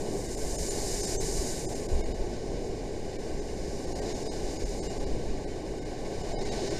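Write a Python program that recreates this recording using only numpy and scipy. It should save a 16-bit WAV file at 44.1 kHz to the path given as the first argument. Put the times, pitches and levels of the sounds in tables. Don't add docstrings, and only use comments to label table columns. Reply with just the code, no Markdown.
import sys
import numpy as np
from scipy import signal
from scipy.fft import rfft, irfft, next_fast_len
from scipy.io import wavfile
from scipy.ndimage import uniform_filter1d

SR = 44100
rng = np.random.default_rng(int(sys.argv[2]) if len(sys.argv) > 2 else 0)


def wav_out(sig):
    wavfile.write(sys.argv[1], SR, np.round(np.clip(np.atleast_2d(sig).T, -1, 1) * 32767).astype(np.int16))


N = 299828
TIME = np.arange(N) / SR
FREQS = np.maximum(np.arange(N // 2 + 1) * SR / N, 1)

# frequency in Hz, relative spectral density in dB.
WIND_SPECTRUM = [(8, 5), (20, 1), (42, 0.5), (65, -8), (100, -21.5), (200, -21.5), (500, -99.5),
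                 (2000, -100)]
SPRAY_SPECTRUM = [(1500, -52), (3500, -17), (4700, -1.5), (6000, 0.5), (7300, 2), (8300, 0), (9700, -7.5),
                  (11800, -15.5), (13200, -20), (15000, -30)]
FOAM_SPECTRUM = [(700, -5), (1500, 1), (2200, 1), (3000, -0.5), (3900, -1.5), (5200, -2), (7000, -5),
                 (9500, -16), (12000, -47), (15000, -44)]
CREST_SPECTRUM = [(250, -21.5), (450, -3.5), (600, 0), (740, 0), (840, -2), (940, -11.5), (1090, -10),
                  (1250, -16.5), (1700, -51), (6000, -90)]
ROAR_SPECTRUM = [(40, -1.5), (110, -1), (220, -2.5), (330, 0), (470, -3.5), (600, -8), (800, -23),
                 (1200, -36), (3000, -83)]
# time of the peak in seconds, half length in seconds, level in dB.
GUSTS = [(0.464, 0.066, -32.5), (.58, .04, -36), (.9, 0.11, -39), (1.17, .05, -35), (1.28, .04, -39),
         (1.39, 0.06, -35), (2.1, 0.056, -35), (2.22, 0.034, -31.5), (2.53, .04, -43), (3.144, 0.032, -41),
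         (3.348, 0.056, -37), (3.67, .04, -36), (3.878, 0.062, -37), (4.42, .06, -34.5), (4.66, 0.054, -35),
         (5.1, 0.11, -31.5), (5.298, 0.12, -33.5), (6.3, .13, -39), (6.48, 0.046, -36)]
# frequency in Hz, level in dB, time to decay by 60 dB in seconds.
MOUNT_MODES = [(21.3, -14.5, 0.49), (43.8, -24.5, 0.44), (65.6, -22.5, 0.36)]
# start in seconds, shudder gain in dB, puff gain in dB.
THUMPS = [(1.158, -17, -32), (1.378, -15, -31), (1.914, -0.5, -25.5), (5.025, -13, -42)]
# frequency in Hz, width in Hz, gain in dB.
HOUSING_BANDS = [(401.6, 93, 6.5), (1248, 125, -13), (1390, 120, -8), (1532, 76, 4.5), (2215, 40, 2),
                 (2500, 92, -3.5), (2690, 120, -9), (2850, 130, 2), (3285, 260, -12), (3820, 420, 0),
                 (5080, 320, 2.5), (5750, 900, -1.5), (6800, 91, -0.5), (6990, 250, 3), (7370, 91, 3.5),
                 (8000, 1100, -6), (8830, 540, 2), (10400, 370, -7), (12300, 350, 1)]
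# frequency in Hz, relative level in dB.
HOLLOW_MODES = [(1535, -6), (1860, -1), (2230, 0), (2880, -3), (3690, -2), (3960, 5), (4580, -4), (5210, 2)]
# centre in seconds, length in seconds, treble gain in dB,
# gain of the glassy ring in dB, its tilt in dB per octave.
DIPS = [(0.276, 0.023, -6, -4.5, -4), (0.363, 0.016, -15, -5, 7), (0.574, 0.016, -24, -2, 8),
        (0.698, .013, -15, 0.5, 6), (1.023, 0.013, -16, -1, 10), (1.063, 0.012, -17, -0.5, 4),
        (1.184, 0.034, -32, -1, 5), (1.673, 0.027, -26, -2, 1.5), (1.745, 0.014, -15, -3, -2),
        (1.878, 0.015, -19, -13, -5), (2.027, 0.02, -26, -0.5, -3.5), (2.05, 0.01, -16, -3, -6),
        (2.135, 0.015, -26, -3, -5), (3.178, 0.017, -17, -4, -10), (3.411, .014, -9, -1, 0),
        (3.864, .015, -10, -5, -2), (3.943, 0.018, -21, -5, 3), (4.008, 0.016, -17, -4.5, -2),
        (4.138, .015, -13, -3, 0), (4.246, 0.019, -10, -3.5, 0), (4.297, 0.031, -26, 1, 4),
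        (4.584, .018, -11, -2.5, 3), (4.647, 0.013, -20, -4, 3), (4.812, 0.028, -19, -1, 0),
        (4.887, 0.021, -16, -0.5, 1), (4.991, .014, -16, -6, 0), (5.055, 0.018, -18, -3.5, -8.5),
        (5.462, 0.025, -13, -3.5, 0), (5.804, 0.024, -10, -3.5, -3), (5.845, .012, -11, -3, -7),
        (6.227, .013, -9, -3, 2), (6.337, 0.018, -9, -3, 1), (6.366, 0.035, -32, -1.5, -3),
        (6.403, 0.015, -11, -1.5, -3), (6.442, 0.016, -12, -4, -3), (6.505, 0.022, -15, -1, -4),
        (6.695, .018, -13, -3.5, 0.5)]
# rough frequency in Hz, relative level in dB.
GLASSY_TONES = [(1560, 1.5), (1850, 0.5), (2170, 2), (2900, 2.5), (3780, 4), (4250, 0), (4720, 2.5),
                (5050, 5), (5280, 5.5), (5750, -2), (6500, 7), (6880, 2), (7150, 6), (7520, 4), (8550, 5),
                (9000, 2)]
# time of the peak in seconds, half length in seconds, level in dB.
SPLASHES = [(1.555, .025, -55), (4.098, .045, -54), (4.848, .025, -55.5), (6.54, .03, -54)]
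# time of full spray in seconds, hold in seconds,
# rise of the spray in dB per second, foam level in dB, drop level in dB, mist level in dB.
WASHES = [(0.614, 0.88, 18, -53.5, -41.5, -38.5), (1.03, .04, 22, -56.5, -43, -42),
          (2.3, 0.34, 16, -69, -55, -68), (4.044, 0.79, 10, -57.5, -46.5, -51.5),
          (6.5, 0.19, 18, -51, -57, -52.5)]
# time of full height in seconds, hold in seconds,
# crest level in dB, roar level in dB.
BREAKERS = [(0.023, 0.11, -45.5, -42), (0.567, .03, -50, -49), (0.783, .06, -47, -48),
            (1.035, 0.18, -48, -44.5), (1.18, .04, -53, -41.5), (1.432, 0.045, -51, -41.5),
            (1.692, .04, -47.5, -42.5), (1.93, 0.22, -48.5, -43.5), (2.5, 0.063, -53, -41.5),
            (2.9, 0.055, -72, -45), (3.938, 0.12, -46, -45.5), (4.26, 0.033, -45.5, -46.5),
            (4.472, 0.056, -48.5, -46), (4.798, .05, -52, -42.5), (5.015, .04, -47, -51),
            (5.165, 0.045, -56, -42), (5.448, 0.044, -64, -45.5), (6.12, 0.055, -48.5, -56),
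            (6.347, 0.029, -43, -45), (6.522, 0.17, -43, -40)]

WIND_DB, SPRAY_DB, FOAM_DB, CREST_DB, ROAR_DB = -40.5, -59, -55, -48, -41
DROP_SPREAD_DB = -1


def from_db(db):
    return 10 ** (np.asarray(db) / 20)


def rms_one(x):
    return x / np.sqrt(np.mean(x ** 2) + 1e-20)


def high_passed(x, hz, order=4):
    return signal.sosfiltfilt(signal.butter(order, hz, "high", fs=SR, output="sos"), x)


def coloured(x, colour, band_hz):
    hz, db = np.transpose(colour)
    spectrum = rfft(x) * from_db(np.interp(np.log(FREQS), np.log(hz), db))
    inside = irfft(spectrum * (FREQS > band_hz[0]) * (FREQS < band_hz[1]), N)
    return irfft(spectrum, N) / np.std(inside)


def drift(rate_hz):
    size = next_fast_len(N, real=True)
    hz = np.arange(size // 2 + 1) * SR / size
    return rms_one(irfft(rfft(rng.standard_normal(size)) / (1 + (hz / rate_hz) ** 2), size)[:N])


def churning(depth_db, rate_hz):
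    return rng.standard_normal(N) * from_db(depth_db * drift(rate_hz))


def impacts(per_s, spread_db):
    sizes = from_db(spread_db * np.minimum(rng.exponential(1, N), 5)) * rng.choice([-1, 1], N)
    return rms_one(sizes * (rng.random(N) < per_s / SR))


def swell(s, hold, rise_db_per_s, fall_db_per_s):
    return -rise_db_per_s * np.maximum(s - TIME, 0) - fall_db_per_s * np.maximum(TIME - s - hold, 0)


def power_sum(steady_db, swells_db):
    return 10 * np.log10(from_db(steady_db) ** 2 + sum(from_db(db) ** 2 for db in swells_db))


def wind(edge_db=8.5, flutter_db=0.7):
    gusts = [db - edge_db * ((TIME - s) / half) ** 2 for s, half, db in GUSTS]
    wind_db = power_sum(WIND_DB, gusts) + flutter_db * drift(rate_hz=7)
    eddies = coloured(rng.standard_normal(N), WIND_SPECTRUM, (15, 90))
    running_rms = np.sqrt(uniform_filter1d(eddies ** 2, size=SR // 7))
    return from_db(wind_db) * eddies * (np.std(eddies) / running_rms)


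def thumps(push_s=0.0094, puff_hz=70.7, puff_s=0.013):
    out = np.zeros(N)
    for s, shudder_db, puff_db in THUMPS:
        age = np.maximum(TIME - s, 0)
        shudder = sum(np.sin(2 * np.pi * hz * age) * from_db(db - 60 * age / t60)
                      for hz, db, t60 in MOUNT_MODES)
        puff = np.sin(2 * np.pi * puff_hz * age) * np.exp(-(age / puff_s - 1) ** 2)
        out -= (from_db(shudder_db) * shudder + from_db(puff_db) * puff) * (1 - np.exp(-age / push_s))
    return out


def housing(x, echoes=24, delay_s=(0.004, 0.016), echo_db=-13.5):
    lags, signs = rng.uniform(*delay_s, echoes), rng.choice([-1, 1], echoes)
    bright = high_passed(x, 1400)
    reflections = sum(sign * np.roll(bright, int(lag * SR)) for lag, sign in zip(lags, signs))
    x = x + from_db(echo_db) * reflections / np.sqrt(echoes)
    for hz, width, db in HOUSING_BANDS:
        omega, gain = 2 * np.pi * hz / SR, from_db(db / 2)
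        alpha = np.sin(omega) * width / (2 * hz)
        x = signal.lfilter([1 + alpha * gain, -2 * np.cos(omega), 1 - alpha * gain],
                           [1 + alpha / gain, -2 * np.cos(omega), 1 - alpha / gain], x)
    return x


def hollow_ring(half_width_hz=44, flicker_db=2.5):
    out = 0
    for hz, db in HOLLOW_MODES:
        band = signal.butter(2, [hz - half_width_hz, hz + half_width_hz], "band", fs=SR, output="sos")
        tone = rms_one(signal.sosfilt(band, rng.standard_normal(N)))
        out = out + tone * from_db(db + flicker_db * drift(rate_hz=9))
    return rms_one(out)


def glassy_ring(treble, age, length, tilt_db, count=11, scatter=0.0282, uneven_db=3.5):
    pitches, pitch_db = np.transpose(GLASSY_TONES)
    detune, lot, strength, phase, delay = rng.standard_normal((5, len(pitches)))
    hz = pitches * (1 + scatter * detune)
    spectrum = uniform_filter1d(np.abs(rfft(treble)), size=80)
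    hiss = np.interp(hz * len(treble) / SR, np.arange(len(spectrum)), spectrum)
    gains = from_db(pitch_db + uneven_db * strength + tilt_db * np.log2(hz / hz[0])) * hiss ** 0.99
    sounding = np.argsort(lot) < count
    tones = np.sin(2 * np.pi * (age[:, None] * hz + phase)) * sounding * gains
    peak_s, bloom_s = 0.18 * length * delay, 0.01 + 0.31 * length
    blooms = np.exp(-((age[:, None] - peak_s) / bloom_s) ** 2)
    return np.std(treble) * (tones * blooms).sum(axis=1) / np.std(tones.sum(axis=1))


def treble_dips(sea, edge_hz=950, top_hz=7000, top_share=0.88):
    dip_db = sum(db * np.exp(-np.abs(2 * (TIME - s) / length) ** 3) for s, length, db, _, _ in DIPS)
    treble = high_passed(sea, edge_hz, order=6)
    top = high_passed(treble, top_hz, order=2)
    out = sea - treble + (treble - top) * from_db(dip_db) + top * from_db(top_share * dip_db)
    for s, length, _, ring_db, tilt_db in DIPS:
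        near = np.abs(TIME - s) < 0.08
        out[near] += from_db(ring_db) * glassy_ring(treble[near], TIME[near] - s, length, tilt_db)
    return out


def spray(drops_db, mist_db, drops_per_s=5000, drop_share=0.17, mist_hz=6200, spatter_db=-27):
    sheets = from_db(0.79 * drift(rate_hz=14))
    patter = np.sqrt(drop_share) * impacts(drops_per_s * sheets, DROP_SPREAD_DB)
    rush = np.sqrt(1 - drop_share) * rng.standard_normal(N) * sheets
    shower = coloured(patter + rush, SPRAY_SPECTRUM, (5500, 12000))
    mist = high_passed(shower, mist_hz, order=3)
    ticks = coloured(impacts(per_s=970, spread_db=2), SPRAY_SPECTRUM, (5500, 12000))
    spatter = from_db(spatter_db) * rms_one(high_passed(ticks, 9500, order=2))
    return from_db(mist_db) * (mist + spatter) + from_db(drops_db) * (shower - mist)


def watery_ring(per_s=900, low_hz=1400, high_hz=4600, ring_cycles=65, spread_db=5):
    out = np.zeros(N + SR)
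    for when, pitch, size in rng.random((int(per_s * N / SR), 3)):
        hz, start = low_hz + (high_hz - low_hz) * pitch, int(when * N)
        cycles = np.arange(int(ring_cycles * SR / hz)) * hz / SR
        db = spread_db * min(-np.log(1 - size), 3) - 60 * cycles / ring_cycles
        out[start:start + len(cycles)] += from_db(db) * np.sin(2 * np.pi * cycles)
    return rms_one(out[:N])


def foam(foam_db, sizzle_hz=3400):
    fizz = churning(depth_db=1.0, rate_hz=17) + 0.38 * impacts(per_s=2500, spread_db=DROP_SPREAD_DB)
    seethe = coloured(fizz, FOAM_SPECTRUM, (1500, 3000))
    wash_db = foam_db - np.median(foam_db)
    sizzle = (from_db(0.86 * wash_db) - 1) * high_passed(seethe, sizzle_hz)
    watery = from_db(-10.5 + 0.19 * wash_db) * watery_ring()
    hollow = from_db(-12.5 + 0.98 * wash_db) * hollow_ring()
    return from_db(foam_db) * (seethe + sizzle + watery + hollow)


def wash_levels(surge_db, foam_lag_s=0.076, mist_linger_s=0.031, fall_db_per_s=31.5, splash_edge_db=13):
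    foams = [db - splash_edge_db * ((TIME - s) / half) ** 2 for s, half, db in SPLASHES]
    showers, mists = [], []
    for s, hold, rise, foam_db, drops_db, mist_db in WASHES:
        foams.append(foam_db + swell(s + foam_lag_s, hold, rise_db_per_s=23, fall_db_per_s=fall_db_per_s))
        showers.append(drops_db + swell(s, hold, rise, fall_db_per_s))
        mists.append(mist_db + swell(s, hold + mist_linger_s, rise, fall_db_per_s))
    return (power_sum(FOAM_DB + 0.37 * surge_db, foams),
            power_sum(SPRAY_DB, showers), power_sum(SPRAY_DB, mists))


def breaker_levels():
    roars, crests = [], []
    for s, hold, crest_db, roar_db in BREAKERS:
        tumble_db = swell(s, hold, rise_db_per_s=54, fall_db_per_s=75)
        roars.append(roar_db + tumble_db)
        crests.append(crest_db + tumble_db)
    return power_sum(ROAR_DB, roars), power_sum(CREST_DB, crests)


def breakers(roar_db, crest_db):
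    roar = coloured(churning(depth_db=0.5, rate_hz=3.3), ROAR_SPECTRUM, (200, 600))
    crests = coloured(churning(depth_db=1.0, rate_hz=12), CREST_SPECTRUM, (600, 1100))
    return from_db(roar_db) * roar + from_db(crest_db) * crests


def scene():
    roar_db, crest_db = breaker_levels()
    foam_db, drops_db, mist_db = wash_levels(surge_db=crest_db - CREST_DB)
    sea = breakers(roar_db, crest_db) + foam(foam_db) + spray(drops_db, mist_db)
    mono = treble_dips(housing(sea)) + wind() + thumps()
    return np.array([mono, mono])


def record(dry, cutoff_hz=15100):
    return signal.sosfilt(signal.ellip(10, 0.1, 80, cutoff_hz, fs=SR, output="sos"), dry)


dry = scene()
out = record(dry)
wav_out(out)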